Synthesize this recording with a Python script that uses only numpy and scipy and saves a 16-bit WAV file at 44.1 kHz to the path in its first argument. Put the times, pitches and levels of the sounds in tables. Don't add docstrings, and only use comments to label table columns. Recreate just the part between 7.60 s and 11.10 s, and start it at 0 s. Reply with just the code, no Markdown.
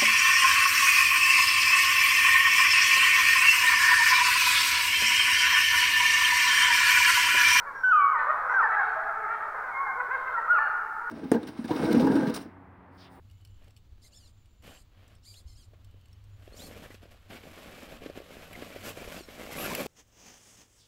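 import sys
import numpy as np
from scipy import signal
from scipy.fft import rfft, irfft
from scipy.io import wavfile
from scipy.ndimage import uniform_filter1d

SR = 44100
rng = np.random.default_rng(int(sys.argv[2]) if len(sys.argv) > 2 else 0)


def wav_out(sig):
    wavfile.write(sys.argv[1], SR, np.round(np.clip(np.atleast_2d(sig).T, -1, 1) * 32767).astype(np.int16))


N = 154350


def amp(db):
    return 10 ** (np.asarray(db) / 20)


def evened(x):
    return x / np.sqrt(np.mean(x ** 2) + 1e-20)


def read(points, hz):
    f, value = np.transpose(points)
    return np.interp(np.log(hz + 1), np.log(f + 1), value)


def add(mix, start_s, sound):
    part = mix[max(round(start_s * SR), 0):][:len(sound)]
    part += sound[:len(part)]


def wobble(length, size):
    noise = rng.standard_normal(length + size)
    return evened(signal.oaconvolve(noise, np.blackman(size + 1), "valid"))


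# (frequency [Hz], relative density [dB per Hz])
HISS_SHAPE = [(15, 9), (30, 1), (100, -5), (200, -9), (400, -3.5), (2500, -33), (4200, -23), (7000, -28),
              (16000, -31)]
HISS_DB = -57.5


def hiss():
    hz = np.fft.rfftfreq(N, 1 / SR)
    spectrum = rfft(rng.standard_normal(N)) * amp(read(HISS_SHAPE, hz))
    return amp(HISS_DB) * evened(irfft(spectrum, N))


# (frequency [Hz], time to fall by 60 dB [s])
TREE_DECAY = [(400, 1.96), (1000, 1.98), (1600, 1.66), (2500, 0.69), (3200, 1.5), (4300, 0.88),
              (5500, 0.44)]
ECHO_DB, ECHO_RISE_S = -9, 0.025


def trees(x):
    taps = rng.standard_normal(2 * SR)
    hz, t, bands = signal.stft(taps, SR, nperseg=256)
    t60 = np.maximum(read(TREE_DECAY, hz), .1)[:, None]
    tail = signal.istft(bands * amp(-60 * t / t60), SR, nperseg=256)[1]
    tail = tail * np.minimum(np.arange(len(tail)) / SR / ECHO_RISE_S, 1)
    return signal.fftconvolve(x, tail / np.linalg.norm(tail))[:len(x)]


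# (frequency [Hz], relative level [dB])
PATH_COLOUR = [(200, -60), (300, -51.5), (450, -20), (650, -15.5), (1000, -6), (1450, -5), (2200, -23.5),
               (3000, -47.5), (3600, -51.5), (4300, -53.5), (5200, -70), (7000, -72)]
EDGE_S = .007
JITTER = .02
ROUGH_GROWTH = 1.4


def voice(hz, level_db, tilt_db, rough, upper_db=0, count=12):
    jittered_hz = hz * (1 + JITTER * rough * wobble(len(hz), size=400))
    turns = np.cumsum(jittered_hz) / SR
    k = np.arange(1, count + 1)[:, None]
    gains = amp(read(PATH_COLOUR, k * hz) + tilt_db * np.log2(k) + upper_db * np.maximum(k - 2, 0))
    grit = np.array([1 + rough * n * wobble(len(hz), size=300) for n in (k / 2) ** ROUGH_GROWTH])
    grit = grit / np.sqrt((grit ** 2).mean(1, keepdims=True))
    tone = (gains * grit * np.cos(2 * np.pi * k * turns)).sum(0)
    tone = tone / np.sqrt((gains ** 2).sum(0) / 2 + 1e-20)
    t = np.arange(len(hz)) / SR
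    fade = np.sin(np.pi / 2 * np.clip(np.minimum(t, t[::-1]) / EDGE_S, 0, 1)) ** 2
    return tone * amp(level_db) * fade


# (time [s], level [dB])
PACK_LEVEL = [(0.0, -39), (0.14, -42), (0.29, -40.5), (0.42, -39), (0.76, -33), (0.89, -32.5),
              (1.08, -30.5), (1.28, -31.5), (2.03, -36.5), (2.42, -35.5), (2.51, -39.5), (2.75, -36.5),
              (2.98, -33.5), (3.3, -38.5), (3.5, -38.5)]
PACK_PER_S, PACK_ROUGH = 20., .2
PACK_LOW_HZ, PACK_HIGH_HZ, PACK_ARCH = 401.1, 898.8, .2
PACK_SPREAD_DB, PACK_TILT_DB = -1, 1.
PACK_SHORT_S, PACK_LONG_S = .06, .25
PACK_DRY_DB = -1


def far_calls(lead):
    out = np.zeros(N + lead)
    for k, (when, pitch, duration, softness) in enumerate(rng.random((110, 4))):
        start = (k + when) / PACK_PER_S
        length = PACK_SHORT_S * (PACK_LONG_S / PACK_SHORT_S) ** duration
        along = np.linspace(0, 1, 4000 + round(length * SR))[4000:]
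        arch = np.sin(np.pi * along ** .8)
        top_hz = PACK_LOW_HZ * (PACK_HIGH_HZ / PACK_LOW_HZ) ** pitch
        hz = top_hz * (1 - PACK_ARCH + PACK_ARCH * arch)
        sound = voice(hz, PACK_SPREAD_DB * 2 * softness, PACK_TILT_DB, PACK_ROUGH, count=9)
        add(out, start, np.sqrt(abs(arch)) * sound)
    return out


def pack():
    calls = far_calls(lead=SR)
    far = evened((amp(PACK_DRY_DB) * calls + trees(calls))[SR:])
    s, db = np.transpose(PACK_LEVEL)
    return far * amp(np.interp(np.arange(N) / SR, s, db))


def call(curve, rough, upper_db, count):
    s, hz, db, *tilt = np.transpose(curve)
    t = np.arange(s[0], s[-1], 1 / SR)
    hz, db = (uniform_filter1d(np.interp(t, s, v), size=400, mode="nearest") for v in (hz, db))
    tilt_db = np.interp(t, s, tilt[0]) if tilt else 0
    return s[0], voice(hz, db, tilt_db, rough, upper_db, count)


def chorus(curves, rough, upper_db, count):
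    out = np.zeros(N)
    for curve in curves:
        add(out, *call(curve, rough, upper_db, count))
    return out


# (time [s], pitch [Hz], level [dB])
WHISTLE_CURVES = [
    [(.14, 5640, -76), (.17, 5600, -69), (.22, 5560, -66), (.26, 5560, -74), (.34, 5580, -76)],
    [(.23, 5900, -78), (.27, 6100, -73), (.31, 5920, -70), (.36, 5700, -74), (.41, 5700, -80)],
    [(.88, 5150, -80), (.91, 5700, -71), (.94, 5870, -66), (.96, 5700, -69), (.985, 5300, -74)],
    [(1, 4950, -74), (1.03, 4930, -71), (1.08, 4940, -76)],
    [(1.09, 4000, -74), (1.12, 3900, -70), (1.16, 3900, -76)],
    [(2.89, 4150, -78), (2.96, 4250, -71), (3.05, 4330, -72), (3.13, 4300, -79)],
]


def whistles():
    return chorus(WHISTLE_CURVES, rough=.5, upper_db=0, count=1)


# (time [s], pitch [Hz], level before shade [dB], overtone tilt [dB per octave])
BARK_CURVES = [
    [(0.03, 487.7, -68.5, -2), (0.052, 554, -54, -17), (0.07, 573.4, -36, 6), (0.12, 524.5, -42, 3.5)],
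    [(0.67, 555.0, -45, -0.5), (0.704, 628.5, -20, 0.5), (0.736, 604, -47.5, 9), (0.83, 613, -45, -5),
     (0.86, 614, -59.5, -8)],
    [(0.89, 472.3, -29.5, 7), (0.92, 520, -27, 6.5), (0.932, 483.6, -37, 11), (0.955, 416.7, -55, -4)],
    [(1.115, 639, -30, 7), (1.129, 654, -28, 4.5), (1.155, 658, -23.5, 9.5)],
    [(0.57, 463.4, -37.5, -1.5), (0.592, 501.4, -31.5, 15), (0.656, 501.7, -34.5, 4),
     (0.69, 574.5, -34, -3.5)],
    [(1.2, 317, -68, -13.5), (1.338, 322, -58, -19), (1.37, 332, -69.5, -21)],
    [(1.48, 707, -35, -1), (1.502, 684, -32.5, -9.5), (1.53, 605, -42.5, -1.5)],
    [(1.35, 635, -63.5, -13), (1.368, 648, -33, -18), (1.412, 643, -35, 3), (1.47, 672, -52, -13)],
    [(1.61, 447.8, -38.5, 1.5), (1.65, 423.2, -32, -4), (1.675, 413, -46, 2.5), (1.7, 454.3, -31.5, 6.5),
     (1.725, 463, -33, 12.5), (1.75, 462, -30, 6), (1.775, 394.3, -54.5, 4)],
    [(1.8, 370.6, -36.5, -8), (1.83, 444, -33, 2.5), (1.87, 456, -43.5, -1.5), (1.9, 418, -43, 13)],
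    [(1.07, 489, -33.5, 2), (1.1, 446, -34.5, 6.5), (1.13, 443, -32.5, 18)],
    [(1.19, 535.6, -27.5, 8), (1.23, 549.5, -37.5, 10.5), (1.28, 528, -36, 16)],
    [(2.55, 501, -52.5, -10), (2.58, 510, -41.5, -4.5), (2.62, 496, -46, -9.5)],
    [(1.94, 521.5, -35.5, -5), (1.97, 519.6, -39.5, 8.5), (2.0, 440, -31, -3)],
    [(2.035, 526, -30, -2), (2.069, 512, -45, 13.5), (2.101, 480, -35, 5.5), (2.115, 496.0, -43.5, -5)],
    [(2.35, 433.8, -40.5, -3.5), (2.392, 511, -36, -3.5), (2.408, 490, -24, 6), (2.445, 518, -48, -3.5)],
    [(2.48, 374.3, -44.5, -18), (2.51, 498.6, -29, 9.5), (2.54, 539.5, -29.5, 7), (2.556, 532.6, -26, 6),
     (2.585, 390, -47.5, -10.5)],
    [(2.63, 487.7, -42, -11), (2.644, 537.8, -51.5, 2.5), (2.68, 522.3, -29.5, 10), (2.725, 480, -47, -8)],
]


def barks():
    return chorus(BARK_CURVES, rough=.12, upper_db=0, count=9)


# (time [s], pitch [Hz], level before shade [dB], overtone tilt [dB per octave])
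YELP_CURVES = [
    [(0.232, 1504, -24.5, 4), (0.24, 1520, -19.5, 12.5), (0.298, 1501, -26, 18.5), (0.316, 1460, -16.5, 3),
     (0.332, 1269, -17.5, 5), (0.368, 1226, -18, -3), (0.422, 1130, -22, 6.5), (0.53, 1105, -25.5, -2),
     (0.564, 929.5, -31, 5), (0.63, 878.4, -34, 10), (0.65, 882, -66.5, -26.5)],
    [(.935, 1600, -28, -8), (.96, 1570, -23, -8), (.98, 1535, -22, -2), (1.005, 1300, -20, 3),
     (1.02, 1150, -24, -6), (1.04, 920, -30, -12)],
    [(1.02, 950, -40, 10.5), (1.03, 924, -23.5, 10), (1.058, 859, -25.5, 10), (1.11, 701, -46, 18)],
    [(1.16, 810, -30, 6), (1.185, 838, -25, 6), (1.21, 790, -26, 6), (1.255, 690, -29, 6)],
    [(2.1, 1082, -49.5, 18), (2.112, 1127, -45.5, 10.5), (2.148, 1059, -36.5, 22.5), (2.22, 1104, -27, 1.5),
     (2.284, 1048, -40, 23.5), (2.296, 1061, -31.5, 3), (2.354, 1082, -45.5, 25), (2.37, 1130, -36, -5)],
    [(2.56, 1021, -40, 11), (2.59, 1079, -47, 8), (2.64, 1038, -41, 1)],
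    [(0.14, 1545, -52.5, -1), (0.16, 1640, -38, 4.5), (0.225, 1544, -42.5, -3)],
    [(3.17, 1394, -48, 3), (3.228, 1314, -36, 0), (3.24, 1370, -41, -5)],
    [(3.27, 939, -42, 0), (3.308, 869, -47, -12), (3.34, 910, -41, -2)],
    [(2.265, 885, -32, -4.5), (2.285, 812, -33, 1.5), (2.33, 736, -34, 12)],
    [(2.736, 1457, -32, -5), (2.76, 1355, -27, -1.5), (2.8, 1340, -34.5, 2), (2.87, 1358, -41, -7)],
    [(2.76, 922, -50.5, 13), (2.784, 956, -25.5, 7.5), (2.81, 867, -42.5, -1), (2.825, 968, -50, 14.5)],
    [(2.872, 1115, -31, -0.5), (2.89, 1338, -27.5, -3.5), (2.91, 1443, -17.5, -2.5), (2.93, 1446, -18, 7.5),
     (2.955, 1366, -21.5, 10.5), (2.975, 1231, -29.5, 11.5), (2.995, 1080, -21.5, 1)],
    [(2.98, 915, -69.5, 3), (2.988, 869, -24, 12), (3.04, 895, -36.5, 6), (3.085, 733, -28, 12)],
    [(3.0, 1275, -26, 3), (3.04, 1434, -41.5, 28), (3.088, 1407, -34.5, -5), (3.158, 1510, -60, 15),
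     (3.262, 1404, -55, 16.5), (3.33, 1410, -62, 0)],
    [(3.37, 1400, -38, -3), (3.44, 1397, -43, -5), (3.484, 1476, -33.5, 10), (3.5, 1360, -38, -2)],
]


def yelps():
    return chorus(YELP_CURVES, rough=.12, upper_db=-17, count=4)


# (frequency [Hz], gain [dB])
UNDERGROWTH = [(500, 0), (1700, 0), (2300, -2), (2700, -9), (3300, -10), (4000, -14), (6000, -14)]


def shaded(x):
    return irfft(rfft(x) * amp(read(UNDERGROWTH, np.fft.rfftfreq(N, 1 / SR))), N)


def scene():
    background = hiss() + pack()
    thin = whistles()
    near = barks() + yelps()
    direct = shaded(near) + thin
    echo = amp(ECHO_DB) * trees(near + thin)
    return (background + echo + direct)[None]


def record(dry):
    lowpass = signal.firwin(1023, 15730, window=("kaiser", 9), fs=SR)
    return signal.oaconvolve(dry, lowpass[None], "same")


dry = scene()
out = record(dry)
wav_out(out)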